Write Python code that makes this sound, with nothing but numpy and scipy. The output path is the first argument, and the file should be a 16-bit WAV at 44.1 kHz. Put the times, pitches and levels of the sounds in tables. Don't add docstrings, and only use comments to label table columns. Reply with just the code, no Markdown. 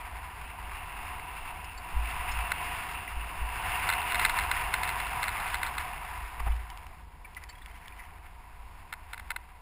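import sys
import numpy as np
from scipy import signal
from scipy.fft import rfft, irfft
from scipy.io import wavfile

SR = 44100
rng = np.random.default_rng(int(sys.argv[2]) if len(sys.argv) > 2 else 0)


def dump(signal):
    limited = np.clip(np.atleast_2d(signal).T, -1, 1)
    pcm = np.round(limited * 32767).astype(np.int16)
    wavfile.write(sys.argv[1], SR, pcm)


N = 423801
TIME = np.arange(N) / SR
RING_TIME = TIME[:SR // 5]


def undb(db):
    return 10 ** (np.asarray(db) / 20)


def noise(spectrum):
    hz, db = np.transpose(spectrum)
    f = np.arange(N // 2 + 1) * SR / N + 1
    gain = undb(np.interp(np.log(f), np.log(hz), db)) * np.minimum(f / hz[0], 1) ** 2
    shaped = irfft(rfft(rng.standard_normal(N)) * gain, N)
    return shaped / shaped.std()


def walk(rate_hz):
    knots = np.arange(0, N / SR + 1, 1 / rate_hz)
    return 1.28 * np.interp(TIME, knots, rng.standard_normal(len(knots)))


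def add(track, start_s, sound):
    i = int(np.clip(start_s * SR, 0, N - 1))
    track[i:i + len(sound)] += sound[:N - i]


def excerpt(track, start_s):
    return track[int(start_s * SR):][:len(RING_TIME)]


def ring(hz, t60_s, phase=0):
    return np.sin(2 * np.pi * hz * RING_TIME + phase) * np.exp(-np.log(1000) * RING_TIME / t60_s)


# freq_hz, density_db
AIR_SPECTRUM = [(78, -0.5), (125, -14), (160, -12.5), (200, -21.5), (340, -21.5), (410, -16.5),
                (500, -21.5), (620, -17.5), (730, -0.5), (820, -7), (980, 2.5), (1300, -15), (2500, -20),
                (5000, -54.5)]

def air(wind_db, trim_db=1, gust_db=0.5):
    return noise(AIR_SPECTRUM) * undb(wind_db + trim_db + gust_db * walk(18))


# freq_hz, density_db
GRASS_SPECTRUM = [(700, -30), (1150, 0.5), (1480, 0), (1800, -0.5), (2150, 2), (2400, -1), (2750, -3),
                  (3050, -10), (3500, -11.5), (4200, -19), (5100, -16.5), (5600, -20)]

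def grass(swish_db, tuft_db=1.3, blade_db=2.0):
    return noise(GRASS_SPECTRUM) * undb(swish_db + tuft_db * walk(30) + blade_db * walk(700))


def spokes(swish_db, grass_depth, whirr_hz=2720, flutter_db=2, long_db=-4, short_db=-16):
    shape = [(0.74, -30), (0.89, -8), (1, 0), (1.04, -4), (1.19, -22), (2, -45)]
    band = noise([(ratio * whirr_hz, db) for ratio, db in shape])
    depth_db = short_db + (long_db - short_db) * grass_depth
    return band * undb(swish_db + depth_db + flutter_db * walk(20))


# freq_hz, density_db
TYRE_SPECTRUM = [(105, -4), (142, 1.5), (158, 5), (178, -3), (330, -6), (420, -8), (650, -10.5),
                 (1500, -28.5)]

def tyres(wind_db, grass_depth, offset_db=-50, wind_slope=0.23, tussock_db=3):
    level_db = offset_db + wind_slope * wind_db + tussock_db * grass_depth
    return noise(TYRE_SPECTRUM) * undb(level_db + walk(10))


# freq_hz, density_db
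BUFFET_SPECTRUM = [(12, 0), (25, 3), (42, -1), (55, 8), (66, -5.5), (78, 1), (100, -14), (150, -38.5)]

def buffeting(eddy_db):
    return noise(BUFFET_SPECTRUM) * undb(eddy_db + walk(5.5))


# peak_s, level_db
WHEEL_DROPS = [(.125, -36), (1.97, -18), (2.2, -28), (2.308, -33), (2.377, -25), (3.172, -25.5),
               (3.422, -23), (4.33, -32), (6.412, -27), (6.467, -24), (6.506, -18.5)]

def bumps(sway_hz=55.3, rise_s=0.018, decay_s=0.07, sway_share=0.61, heave_share=0.41, heave_s=0.016):
    out = np.zeros(N)
    t = TIME[:SR // 2] - 0.1
    sway = np.cos(2 * np.pi * sway_hz * t) * np.exp(-np.maximum(-t / rise_s, t / decay_s))
    u = (t / heave_s) ** 2
    heave = (1 - u) * np.exp(-u / 2)
    for peak_s, db in WHEEL_DROPS:
        add(out, peak_s + t[0], -undb(db) * (sway_share * sway + heave_share * heave))
    return out


# peak_s, level_db, sigma_s, grass_share
TYRE_SCUFFS = [(0.758, -45.5, 0.02, 0.98), (1.1, -41.5, .08, 0.45), (2.75, -39.5, .08, 0.83),
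               (3.68, -34, 0.047, .6), (6.403, -28, 0.0037, 0.39), (6.464, -38, 0.0043, 0.27),
               (6.476, -28, .006, .05)]

def scuffs():
    out = np.zeros(N)
    earth, swish = noise(AIR_SPECTRUM), noise(GRASS_SPECTRUM)
    for peak_s, db, sigma_s, grass_share in TYRE_SCUFFS:
        swell = np.exp(-0.5 * ((TIME - peak_s) / sigma_s) ** 2)
        out += undb(db) * swell * ((1 - grass_share) * earth + grass_share * swish)
    return out


# freq_hz, density_db
SNAP_SPECTRUM = [(1200, -8), (2200, 3.5), (4500, -3), (5800, 0.5), (7000, -21)]
# start_s, level_db
FRAME_TICKS = [(1.644, -38), (6.701, -32), (6.774, -38), (6.867, -39), (7.348, -35.5), (7.438, -33),
               (7.66, -33), (7.881, -34)]

def ticks(trim_db=-1, decay_s=0.001):
    out = np.zeros(N)
    snap = noise(SNAP_SPECTRUM)
    for start_s, db in FRAME_TICKS:
        add(out, start_s, undb(db + trim_db) * excerpt(snap, start_s) * np.exp(-RING_TIME / decay_s))
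    return out


# start_s, level_db, pitch_hz, t60_s
METAL_CLINKS = [(1.644, -46, 5100, 0.04), (1.775, -40, 4510, 0.056), (2.314, -36, 5230, 0.072),
                (3.075, -29, 2053, 0.053), (6.516, -35.5, 2980, .03), (6.702, -38, 3000, 0.025),
                (7.246, -36, 2320, 0.053), (7.366, -30, 2000, 0.065), (7.491, -39.5, 4484, 0.064),
                (7.615, -39, 1910, 0.028), (7.619, -45, 3450, 0.044), (7.922, -37.5, 2430, .03),
                (8, -33, 2020, 0.023)]

def clinks(scrape, trim_db=-0.5, scrape_gain=0.2, neighbour_gain=0.22, rise_s=0.0019,
           overtone_ratio=1.15, overtone_db=-11):
    out = np.zeros(N)
    attack = 1 - np.exp(-RING_TIME / rise_s)
    for start_s, db, hz, t60_s in METAL_CLINKS:
        gain = undb(db + trim_db)
        jangle = scrape_gain * excerpt(scrape, start_s) * np.exp(-np.log(1000) * RING_TIME / t60_s)
        tone = ring(hz, t60_s) + undb(overtone_db) * ring(hz * overtone_ratio, t60_s)
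        add(out, start_s, gain * (tone + jangle) * attack)
        for late, detune in rng.random((5, 2)):
            neighbour = ring(hz * (0.65 + 0.5 * detune), t60_s / 2)
            add(out, start_s + 0.012 * late, neighbour_gain * gain * neighbour)
    return out


# freq_hz, level_db, t60_s
CASE_MODES = [(717, -38, 0.12), (982, -13.5, 0.024), (1528, -3, .013), (1768, -4, 0.013), (2050, -1, 0.015),
              (2540, -10, 0.017), (2980, -23, 0.027), (3210, -29, 0.0073), (3710, -4.5, 0.01),
              (4052, -5, 0.012), (4750, -36, 0.01), (5000, -15.5, 0.0084)]

def case_ring(rise_s=0.00033, highpass_hz=850):
    modes = sum(undb(db) * ring(hz, t60_s, np.pi / 2) for hz, db, t60_s in CASE_MODES)
    attack = 1 - np.exp(-RING_TIME / rise_s)
    return signal.sosfilt(signal.butter(3, highpass_hz, "high", fs=SR, output="sos"), modes * attack)


# start_s, level_db, bounce_share
MOUNT_KNOCKS = [(2.5185, -10.5, 0), (3.8903, -9.5, 0.71), (3.9259, -16, 1), (4.1212, -15, 0.28),
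                (4.1454, -13, 0.94), (4.1958, -13, 0.26), (4.2505, -5, 0.38), (4.2961, -13, 0.0),
                (4.388, -11.5, 0.38), (4.5142, -10, 0.076), (4.74, -9, 0.13), (4.8334, -14.5, 0.33),
                (4.8911, -15.5, 0.5), (5.0013, -17.5, 0.0), (5.23, -13, 0.7), (5.2813, -14.5, 0.61),
                (5.5435, -13, 0.49), (5.6313, -13, 0.16), (5.6645, -18.5, 0.33), (5.7818, -15.5, 0),
                (8.927, -18, 0.66), (9.1333, -20, 0.5), (9.1781, -27, 0.027), (9.1967, -25.5, 0.0),
                (9.3055, -14, 0.52), (9.3627, -16, 0.037)]

def mount(wind_db, touch_share=0.34, play_s=0.00204, bounce_s=0.0098, contact_s=0.00005,
          harden_per_db=0.02, rough_s=(3.88, 5.85), chatter_over_wind_db=14.5,
          ring_db=-0.74, snap_db=-21, snap_s=0.0013):
    chatter = []
    for start_s in rng.uniform(*rough_s, size=14):
        db = np.interp(start_s, TIME, wind_db) + chatter_over_wind_db + 3 * rng.standard_normal()
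        chatter.append((start_s, db, 0.4))
    blows = np.zeros(N)
    t = TIME[:64]
    for start_s, db, bounce_share in list(MOUNT_KNOCKS) + chatter:
        excess_db = np.interp(start_s, TIME, wind_db) - wind_db.mean()
        push_s = contact_s * np.exp(-harden_per_db * excess_db)
        push = t * np.exp(-t / push_s)
        push = undb(db) * push / push.sum()
        for hit_s, share in ((start_s, 1), (start_s + bounce_s, bounce_share)):
            add(blows, hit_s - play_s * rng.uniform(0.85, 1.196), touch_share * share * push)
            add(blows, hit_s, share * push)
    shell = signal.fftconvolve(blows, case_ring())[:N]
    snap = noise(SNAP_SPECTRUM) * signal.fftconvolve(blows, np.exp(-RING_TIME / snap_s))[:N]
    return undb(ring_db) * shell + undb(snap_db) * snap


def slack_chain(scrape, span_s=(7.35, 8.05), level_db=-52, fade_db=-5, scatter_db=3,
                lowest_hz=1700, tone_gain=0.7, rise_s=0.0035):
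    out = np.zeros(N)
    envelope = RING_TIME / rise_s * np.exp(1 - RING_TIME / rise_s)
    for progress, octaves, force in rng.random((36, 3)):
        start_s = np.interp(progress, (0, 1), span_s)
        tone = tone_gain * np.sin(2 * np.pi * lowest_hz * 2 ** octaves * RING_TIME)
        gain = undb(level_db + fade_db * progress + scatter_db * (2 * force - 1))
        add(out, start_s, gain * (excerpt(scrape, start_s) + tone) * envelope)
    return out


# time_s, level_db
RIDE_WIND = [(0.0, -46.5), (1.48, -45), (1.76, -49), (2.12, -40.5), (2.8, -40.5), (2.88, -42), (3.2, -45.5),
             (3.92, -35), (4.04, -37.5), (4.24, -34), (4.32, -36), (5.68, -39.5), (6.8, -51), (7.08, -59.5),
             (7.44, -55.0), (7.52, -58.0), (7.92, -53.5), (8.48, -57), (9.2, -54.0), (9.6, -59.5)]

def scene(cruise_db=-44, long_grass_s=(0, 0.6, 3.9, 6.2)):
    wind_db = np.interp(TIME, *np.transpose(RIDE_WIND))
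    grass_depth = np.interp(TIME, long_grass_s, [0, 1, 1, 0])
    swish_db = -45 + 1.17 * (wind_db - cruise_db)
    eddy_db = -45.5 + 0.25 * (wind_db - cruise_db)
    rush = air(wind_db) + grass(swish_db) + spokes(swish_db, grass_depth)
    rumble = tyres(wind_db, grass_depth) + buffeting(eddy_db)
    jolts = bumps() + scuffs() + mount(wind_db)
    metal_scrape = noise([(900, -16), (2000, 20), (3500, -4), (5200, -3), (6000, 10), (8000, -40)])
    rattles = ticks() + clinks(metal_scrape) + slack_chain(metal_scrape)
    return (rush + rumble + jolts + rattles)[None]


def record(dry, band_hz=5450, sample_hz=12000, repeats=4, top_hz=15400):
    narrow = signal.sosfilt(signal.butter(16, band_hz, fs=SR, output="sos"), dry)
    sampled = signal.resample_poly(narrow, sample_hz, SR, axis=1)
    held = np.repeat(sampled, repeats, axis=1)
    mirrored = signal.resample_poly(held, SR, repeats * sample_hz, axis=1)[:, :N]
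    return signal.sosfilt(signal.ellip(8, 0.2, 70, top_hz, fs=SR, output="sos"), mirrored)


dry = scene()
out = record(dry)
dump(out)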